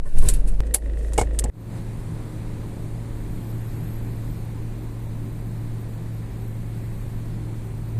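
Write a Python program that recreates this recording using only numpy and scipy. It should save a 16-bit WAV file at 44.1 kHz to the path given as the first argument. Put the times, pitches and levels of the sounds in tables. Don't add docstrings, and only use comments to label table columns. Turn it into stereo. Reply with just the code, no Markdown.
import sys
import numpy as np
from scipy import signal
from scipy.fft import rfft, irfft, next_fast_len
from scipy.io import wavfile
from scipy.ndimage import uniform_filter1d

SR = 44100
rng = np.random.default_rng(int(sys.argv[2]) if len(sys.argv) > 2 else 0)


def decibels_to_gain(level_db):
    exponent = np.asarray(level_db, float) / 20
    return 10 ** exponent


def to_wav(s):
    ch = np.atleast_2d(s).T
    pcm = np.round(np.clip(ch, -1, 1) * 32767)
    wavfile.write(sys.argv[1], SR, pcm.astype(np.int16))


N = 352359
T = np.arange(N) / SR
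M = next_fast_len(N)
HZ = np.maximum(np.arange(M // 2 + 1) * SR / M, 1)
CUT_IDLE_S, CUT_ROAD_S = .605, 1.501
PARKED = int(1.6 * SR)


def curves(table):
    s, *columns = np.transpose(table)
    return [np.interp(T, s, c) for c in columns]


def across(points):
    hz, value = np.transpose(points)
    return np.interp(np.log(HZ), np.log(hz), value)


def unit(x):
    return x / np.sqrt(np.mean(x ** 2))


def walk(rate):
    k = int(SR / rate)
    held = np.repeat(rng.standard_normal(N // k + 1), k)
    return 1.3 * uniform_filter1d(uniform_filter1d(held, k), k)[:N]


def swells(table):
    levels = [db - np.maximum(climb * (s - T), fall * (T - s)) for s, db, climb, fall in table]
    return np.max(levels, axis=0)


# (frequency [Hz], shared share of power [0-1])
PORT_LIKENESS = [(30, 0.95), (130, 0.77), (290, 0.76), (630, 0.89), (1400, 0.4), (3000, 0.054),
                 (7000, 0.067), (14000, .1)]
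# (frequency [Hz], delay [samples])
PORT_DELAY = [(10, -9), (850, 13), (1200, 12.5), (2100, 22.5), (20000, 20.5)]


def port_noise():
    shared, left, right = rfft(rng.standard_normal((3, M)))
    alike = np.clip(across(PORT_LIKENESS), 0, 1)
    late = np.exp(-2j * np.pi * HZ * across(PORT_DELAY) / SR)
    common = np.sqrt(alike) * shared * np.array([late, late ** 0])
    return common + np.sqrt(1 - alike) * np.array([left, right])


def hiss(spectrum, lean=((1, 0), (2, 0))):
    colour_db = across(spectrum) + np.array([[.5], [-.5]]) * across(lean)
    return unit(irfft(port_noise() * decibels_to_gain(colour_db), M)[:, :N])


def modes(x, table):
    out = np.zeros(x.shape)
    for hz, t60, db in table:
        pole = np.exp(2j * np.pi * hz / SR - np.log(1000) / (t60 * SR))
        out[:, :PARKED] += decibels_to_gain(db) * signal.lfilter([1], [1, -pole], x[:, :PARKED]).imag
    return out


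# (time [s], rocking [Hz], shudder [Hz])
STARTER_RATES = [(.1, 13, 33), (.24, 13, 33), (.28, 8, 33), (.37, 7, 33), (.41, 10, 33), (.45, 10, 33),
                 (.47, 10, 37.4), (.6, 10, 37.4)]
# (time of peak [s], level [dB], climb [dB/s], fall [dB/s])
BODY_HEAVES = [
    (0.0, -20, 300, 60),
    (.2, 2.5, 250, 254),
    (.44, -15, 13, 60),
    (.532, -10.5, 127, 400),
    (.6, -16, 170, 100),
]
ENGINE_SHUDDERS = [
    (.2, -25, 110, 200),
    (.282, -14.5, 400, 27),
    (.56, -20.5, 40, 25),
]
PANEL_RUMBLES = [
    (0.252, -22.5, 140, 46),
    (.12, -40, 40, 10),
    (0.51, -33, 15, 25),
]
HAND_RUSTLES = [
    (0.18, -48.5, 130, 200),
    (0.27, -40, 220, 99),
    (0.474, -52, 560, 81),
    (0.037, -61, 500, 5),
]
# (frequency [Hz], level [dB per Hz])
PANEL_COLOUR = [(29, -29), (50, -4.5), (87, -19.5), (163, -18), (200, -30), (250, -26), (329, -31.5),
                (532, -34), (3000, -60.5), (3900, -89), (6600, -120)]
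HAND_COLOUR = [(880, -39.5), (1500, 1), (2070, -10), (2600, -3.5), (3330, -12.5), (3800, -8.5), (6050, -13),
               (10200, -4.5), (14500, -23)]


def starter():
    rock_turns, shudder_turns = np.cumsum(curves(STARTER_RATES), axis=1) / SR
    rock = -np.cos(2 * np.pi * (rock_turns - np.interp(.19, T, rock_turns)))
    shudder = -np.cos(2 * np.pi * (shudder_turns - np.interp(.598, T, shudder_turns)))
    motion = decibels_to_gain(swells(BODY_HEAVES)) * rock + decibels_to_gain(swells(ENGINE_SHUDDERS)) * shudder
    heave = .85 * np.tanh(np.sqrt(2) * motion / .85)
    panels = decibels_to_gain(swells(PANEL_RUMBLES) + 2.0 + 2.7 * walk(40.6)) * hiss(PANEL_COLOUR)
    hand = decibels_to_gain(swells(HAND_RUSTLES) + 4.0 + 2.0 * walk(92.5)) * hiss(HAND_COLOUR)
    return heave + panels + hand


# (frequency [Hz], level [dB per Hz])
CLICK_COLOUR = [(530, -39.5), (900, -14), (1250, -17.5), (1380, -15), (1850, -11.5), (2010, -12.5),
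                (3810, -9.5), (4230, -9), (6280, -12), (8110, -6), (10300, -2), (12800, -10), (14500, -14)]
# (frequency [Hz], left minus right [dB])
HAND_SHADOW = [(1000, -14), (4000, -2), (7000, -7), (11000, 3), (14000, -1)]
# (frequency [Hz], t60 [s], level [dB])
METAL_MODES = [(8400, .03, -15), (4500, 0.038, -16.5), (10000, 0.023, -15), (7700, .02, -1.5),
               (11300, .02, -9)]


def clicks(events, pan_db):
    rattle, crack = np.zeros((2, 2, N))
    grain = decibels_to_gain(2.0 * walk(1200))
    colour = grain * hiss(CLICK_COLOUR, HAND_SHADOW)
    for s, db, scrape, fade, bright_hz in events:
        span = slice(int(s * SR), int(s * SR) + SR // 4)
        age = T[span] - T[span][0]
        side = decibels_to_gain(db + np.array([[pan_db], [-pan_db]]) / 2)
        after = np.maximum(age - scrape, 0)
        snap = (1 - np.exp(-age / 0.00054)) * np.exp(-after / 0.0034)
        echo_decay = np.exp(-np.log(1000) * after / np.clip(fade, .03, .2))
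        tail = 0.77 * (1 - np.exp(-age / 0.0057)) * echo_decay
        broad = signal.lfilter(*signal.iirpeak(bright_hz, 2.5, SR), colour[:, span])
        ring = signal.lfilter(*signal.iirpeak(bright_hz, 45.0, SR), snap * colour[:, span])
        rattle[:, span] += 2.2 * side * ring
        rattle[:, span] += side * (snap + tail) * (0.75 * colour[:, span] + 1.65 * broad)
        crack[:, span] += side * snap
    metal = modes(crack * grain * rng.standard_normal((2, N)), METAL_MODES)
    return decibels_to_gain(-11.5) * rattle + decibels_to_gain(-33) * metal


def knocks(events, hollow):
    force = np.zeros((2, N))
    rough = rng.standard_normal(N) + 0.54 * rng.standard_normal((2, N))
    for s, db, contact, rattle in events:
        span = slice(int(s * SR), int(s * SR) + SR // 8)
        age = T[span] - T[span][0]
        keep = np.exp(-1 / (contact * SR / 3))
        blows = rough[:, span] * np.exp(-age / rattle)
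        push = signal.lfilter([np.sqrt(1 - keep)], [1, -keep], blows)
        force[:, span] += decibels_to_gain(db + np.array([[-2.0], [2.0]])) * push
    return decibels_to_gain(-35) * modes(force, hollow)


# (time [s], peak level [dB], scrape before fading [s], fade [s], brightest frequency [Hz])
KEY_CLICKS = [
    (.054, -51.5, .025, 0.13, 9000),
    (.1825, -26, 0.0058, 0.094, 9600),
    (.2215, -38, 0.021, .12, 10000),
    (.2558, -36, 0.011, .12, 9000),
    (.2858, -8, 0.0033, 0.089, 8400),
    (.3371, -21.5, 0.0014, 0.1, 11000),
    (.4735, -37.5, 0.019, .07, 8900),
    (.518, -48, 0.0043, .08, 8600),
]
# (time [s], level [dB], contact [s], rattle [s])
COLUMN_BLOWS = [
    (.054, -34, 0.0002, 0.022),
    (.2255, -29.5, 0.00037, 0.017),
    (.248, -30, 0.0016, 0.013),
    (.2867, -30, 0.00082, 0.013),
]
# (frequency [Hz], t60 [s], level [dB])
COLUMN_MODES = [(111, 0.076, 4), (266, 0.039, -7), (400, 0.063, -2), (558, 0.059, -1), (1060, 0.026, -1),
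                (1490, .03, -4), (1780, 0.039, -5)]


def key():
    return clicks(KEY_CLICKS, pan_db=-1) + knocks(COLUMN_BLOWS, COLUMN_MODES)


IDLE_HZ, FIRST_FIRING_S = 26.68, .6355
# (multiple of the firing rate, level [dB])
FIRING_ORDERS = [(1, -7), (2, 1), (5, -22), (6, -29.5), (8, -35)]
ORDER_LAGS = [.57, .45, .2, .7, .4]
# (frequency [Hz], width [Hz], level [dB])
VALVE_MODES = [(1890, 130, 0), (2500, 400, -11), (3600, 500, -10), (1450, 250, -10), (6500, 3000, -13)]
# (frequency [Hz], level [dB per Hz])
FAN_COLOUR = [(47, -30), (80, -4.5), (104, -18), (171, -19.5), (531, -18), (786, -33), (1320, -40.5),
              (1920, -36.5), (2140, -49), (2490, -42), (6070, -60), (8600, -54), (14500, -73.5)]
IDLE_DB, LOAD_S, LOAD_DB = -23, 1.14, 1.1
DUCK_S, DUCK_DB, DUCK_FALL_S, DUCK_BACK_S = 0.793, -10.5, 0.075, 0.053


def idle():
    duck = np.interp(T, [DUCK_S - DUCK_FALL_S, DUCK_S, DUCK_S + DUCK_BACK_S], [0, 1, 0])
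    level_db = IDLE_DB + DUCK_DB * duck + LOAD_DB * (T > LOAD_S)
    turns = IDLE_HZ * (T - FIRST_FIRING_S)
    drone = 0
    for (k, db), lag in zip(FIRING_ORDERS, ORDER_LAGS):
        drone = drone + decibels_to_gain(db) * np.cos(2 * np.pi * (k * turns - lag))
    firing = np.floor(turns)
    size = decibels_to_gain(.8 * rng.standard_normal(256))[firing.astype(int) % 256]
    seat = np.diff(firing, prepend=0) > 0
    breath = np.exp(-(turns % 1) / .1) * irfft(port_noise(), M)[:, :N]
    puff = size * (12 * seat + breath)
    tick = modes(puff, [(hz, 1.7 / width, db) for hz, width, db in VALVE_MODES])
    fan = decibels_to_gain(0.8 * np.cos(4 * np.pi * (turns - .1))) * hiss(FAN_COLOUR)
    return decibels_to_gain(level_db) * (1.17 * drone + decibels_to_gain(-38.5) * unit(tick) + decibels_to_gain(-13.5) * fan)


# (time of peak [s], level [dB], climb [dB/s], fall [dB/s])
SLEEVE_SWELLS = [
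    (.8, -62, 5, 3),
    (.955, -58, 220, 200),
    (1.07, -60, 80, 17),
    (1.17, -51.5, 40, 130),
    (1.335, -59, 700, 30),
    (1.5, -56, 210, 100),
]
# (frequency [Hz], level [dB per Hz])
CLOTH_COLOUR = [(900, -40), (1600, -16), (2600, -13), (4500, -15), (6500, -12), (8600, -7), (10500, -9),
                (14500, -21)]


def sleeve():
    return decibels_to_gain(swells(SLEEVE_SWELLS) + 2.0 + 2.2 * walk(60.9)) * hiss(CLOTH_COLOUR)


# (time [s], peak level [dB], scrape before fading [s], fade [s], brightest frequency [Hz])
BUTTON_CLICKS = [
    (.7395, -13, 0.0029, 0.05, 10400),
    (.7442, -6, 0.0019, 0.069, 10300),
    (1.3888, -6.5, 0.00091, 0.044, 8200),
]
LEVER_CLICKS = [
    (.6664, -42.5, 0.0028, .07, 6960),
    (1.1333, -25.5, 0.002, 0.053, 7600),
    (1.1775, -16.5, 0.0037, .12, 7250),
    (1.1890, -27, .01, 0.087, 7800),
    (1.2116, -17, 0.0016, 0.028, 7160),
    (1.331, -53, 0.032, .1, 8300),
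    (1.4388, -23, 0.0036, 0.039, 7700),
]
# (time [s], level [dB], contact [s], rattle [s])
CONSOLE_BLOWS = [
    (.742, -29, 0.00028, 0.014),
    (1.1333, -40, .0003, 0.0044),
    (1.178, -16, 0.00015, 0.014),
    (1.1845, -12, 0.00055, 0.0048),
    (1.2125, -15, 0.00036, 0.0039),
    (1.222, -28, 0.0003, 0.0058),
    (1.439, -22, 0.0045, 0.0047),
    (1.449, -23.5, 0.01, 0.0054),
    (1.465, -42, 0.0008, 0.005),
]
# (frequency [Hz], t60 [s], level [dB])
CONSOLE_MODES = [(105, .06, 1), (270, 0.084, -20), (400, 0.04, -20), (504, 0.035, 4), (600, 0.026, 3),
                 (753, 0.034, 5), (820, 0.03, 5.5), (1030, 0.0096, -0.5), (1424, 0.0087, -6),
                 (2180, 0.033, -0.5), (2850, 0.024, -4)]


def handbrake():
    contacts = clicks(BUTTON_CLICKS, pan_db=-1.3) + clicks(LEVER_CLICKS, pan_db=-8.5)
    return contacts + knocks(CONSOLE_BLOWS, CONSOLE_MODES)


# (time [s], firing rate [Hz], level [dB])
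BOOM_PATH = [(1.6, 111.1, -34), (3.49, 112.2, -32.5), (3.57, 113, -31.5), (7.92, 112.3, -32),
             (7.99, 111.6, -22)]
# (multiple of the firing rate, level [dB])
UPPER_ORDERS = [(2.5, -53), (2.75, -53), (3.25, -57), (4, -57), (4.75, -60), (5, -60)]


def boom(since, fade_db):
    boom_hz, boom_db = curves(BOOM_PATH)
    turns = np.cumsum(boom_hz * (1 + 0.0043 * walk(12))) / SR
    out = np.sqrt(2) * decibels_to_gain(boom_db + fade_db + 0.87 * walk(9)) * np.sin(2 * np.pi * turns)
    out = out + decibels_to_gain(-48 + fade_db + 2.4 * walk(2.94)) * np.sin(4 * np.pi * turns)
    sag_db = 1.3 * since
    for k, db in UPPER_ORDERS:
        level = decibels_to_gain(db + 2.0 + fade_db - sag_db + 2.6 * walk(4))
        out = out + level * np.sqrt(2) * np.sin(2 * np.pi * k * turns)
    return out


# (frequency [Hz], level [dB per Hz])
ROAD_COLOUR = [(6, -35), (10, 1.5), (43, -8.5), (62, -18.5), (85, -11.5), (125, -13.5), (162, -12),
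               (255, -20), (310, -21), (430, -28), (480, -30), (680, -32), (1000, -31.5), (1200, -35.5)]
AIR_COLOUR = [(1400, -36), (1900, -39.5), (2400, -41.5), (3000, -46.5), (4100, -45.5), (5600, -51.5),
              (8800, -46), (11000, -48), (12000, -56), (13500, -48.5), (14300, -47)]
# (time of peak [s], level [dB], climb [dB/s], fall [dB/s])
ROAR_SWELLS = [
    (1.76, 3, 41, 40),
    (3.7, 1.18, 2, 1.0),
]
ROAR_DB, ROAR_SAG_DB_PER_S = -40.5, 0.1857


def roar(since, fade_db):
    roar_db = ROAR_DB + fade_db - ROAR_SAG_DB_PER_S * since + np.maximum(swells(ROAR_SWELLS), 0)
    rush = port_noise() * decibels_to_gain(across([*ROAD_COLOUR, *AIR_COLOUR]))
    swell, out = walk(1.56), 0
    for hz in 17.8 * 2 ** np.arange(11):
        octave = np.cos(np.pi / 2 * np.clip(np.log2(HZ / hz), -1, 1)) ** 2
        flicker = decibels_to_gain(0.45 * swell + 0.45 * walk(8))
        out = out + flicker * irfft(rush * octave, M)[:, :N]
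    return decibels_to_gain(roar_db + 8.5) * unit(out)


# (frequency [Hz], width [Hz], level [dB])
DRONE_LINES = [(158.2, 5.2, -42), (306.8, 2.3, -51), (350.6, 2.4, -54), (286.2, 4.6, -53.5),
               (52.3, 16, -39), (383.4, 7, -53), (253, 2.4, -58.5)]


def drones(fade_db):
    lines = 0
    for hz, width, db in DRONE_LINES:
        lines = lines + decibels_to_gain(db) * np.sqrt(1 / width) / (1 + ((HZ - hz) / width) ** 2)
    hum = irfft(port_noise() * lines, M)[:, :N]
    return decibels_to_gain(19.0 + fade_db) * np.sqrt(2) * hum * np.sqrt(SR / 2) / 20


# (time [s], whistle [Hz])
SEAL_PITCH = [(1.5, 12200), (1.8, 11860), (3.13, 11900), (3.45, 12450), (3.9, 12600), (4.2, 12280),
              (4.72, 12000), (4.81, 12200), (4.95, 12050), (5.05, 12200), (5.75, 12000), (5.88, 12250),
              (6.3, 12160), (6.75, 12350), (6.85, 12100), (7.05, 12420), (7.4, 11800), (7.65, 12060)]
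SEAL_REST_HZ, SEAL_DB, SEAL_DB_PER_KHZ, SEAL_FLUTTER_DB = 12000, -69, 17.5, 1.5


def door_seal(fade_db):
    seal_hz, = curves(SEAL_PITCH)
    speed_db = SEAL_DB_PER_KHZ * (seal_hz - SEAL_REST_HZ) / 1000
    seal_db = SEAL_DB + fade_db + speed_db + SEAL_FLUTTER_DB * walk(22)
    breathy = uniform_filter1d(rng.standard_normal((2, 2, N)), int(SR / 220))
    phase = 2 * np.pi * np.cumsum(seal_hz + 75 * walk(40)) / SR
    whistle = unit(breathy[0] * np.cos(phase) + breathy[1] * np.sin(phase))
    return decibels_to_gain(seal_db + 5.5) * whistle * decibels_to_gain(np.array([[2.5], [-4.0]]))


FADE_IN_S, FADE_POWER = 0.25, 0.78


def cruise():
    since = T - CUT_ROAD_S
    fade_db = 20 * FADE_POWER * np.log10(np.clip(since / FADE_IN_S, .05, 1))
    return boom(since, fade_db) + drones(fade_db) + roar(since, fade_db) + door_seal(fade_db)


# (frequency [Hz], share of lines dropped [0-1])
TREBLE_GAPS = [(2500, 0), (3500, .05), (4600, .1), (5000, .28), (5900, .24), (6600, .12), (7800, .02),
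               (10800, .02), (11600, .12), (12200, .03), (13200, .42), (14200, .1)]
# (start [s], end [s], lower edge [Hz])
TOP_BAND_GAPS = [
    (3.55, 3.62, 13900),
    (3.76, 3.97, 13600),
    (4.03, 4.1, 13800),
    (7.02, 7.08, 13700),
]


def thin(x):
    hz, s, z = signal.stft(x, SR, nperseg=2048)
    luck = rng.random((206, z.shape[2] // 2 + 1))
    luck = np.repeat(np.repeat(luck, 5, axis=0), 2, axis=1)
    kept = luck[:len(hz), :z.shape[2]] > np.interp(hz, *np.transpose(TREBLE_GAPS))[:, None]
    kept[hz > 14260] = False
    for first, last, above_hz in TOP_BAND_GAPS:
        kept[np.ix_(hz > above_hz, (s > first) & (s < last))] = False
    return signal.istft(z * kept, SR, nperseg=2048)[1][:, :N]


def scene():
    top = signal.ellip(10, .2, 70, 14150, fs=SR, output="sos")
    moments = starter() + key(), idle() + sleeve() + handbrake(), thin(cruise())
    ignition, parked, road = (signal.sosfilt(top, x) for x in moments)
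    closing = np.clip((CUT_ROAD_S - T) / .0015, 0, 1)
    return np.where(T < CUT_IDLE_S, ignition, closing * parked + (1 - closing) * road)


def roll_off(x):
    return signal.sosfilt(signal.butter(12, 15010, fs=SR, output="sos"), x)


def record(dry):
    dull = decibels_to_gain(across([(9000, 0.0), (11000, -9.5), (14000, -9.0)]))
    both = np.array([dry[0], irfft(rfft(dry[1], M) * dull, M)[:N]])
    mix = both / (1 + np.abs(both) ** 6) ** (1 / 6)
    return roll_off(mix)


dry = scene()
out = record(dry)
to_wav(out)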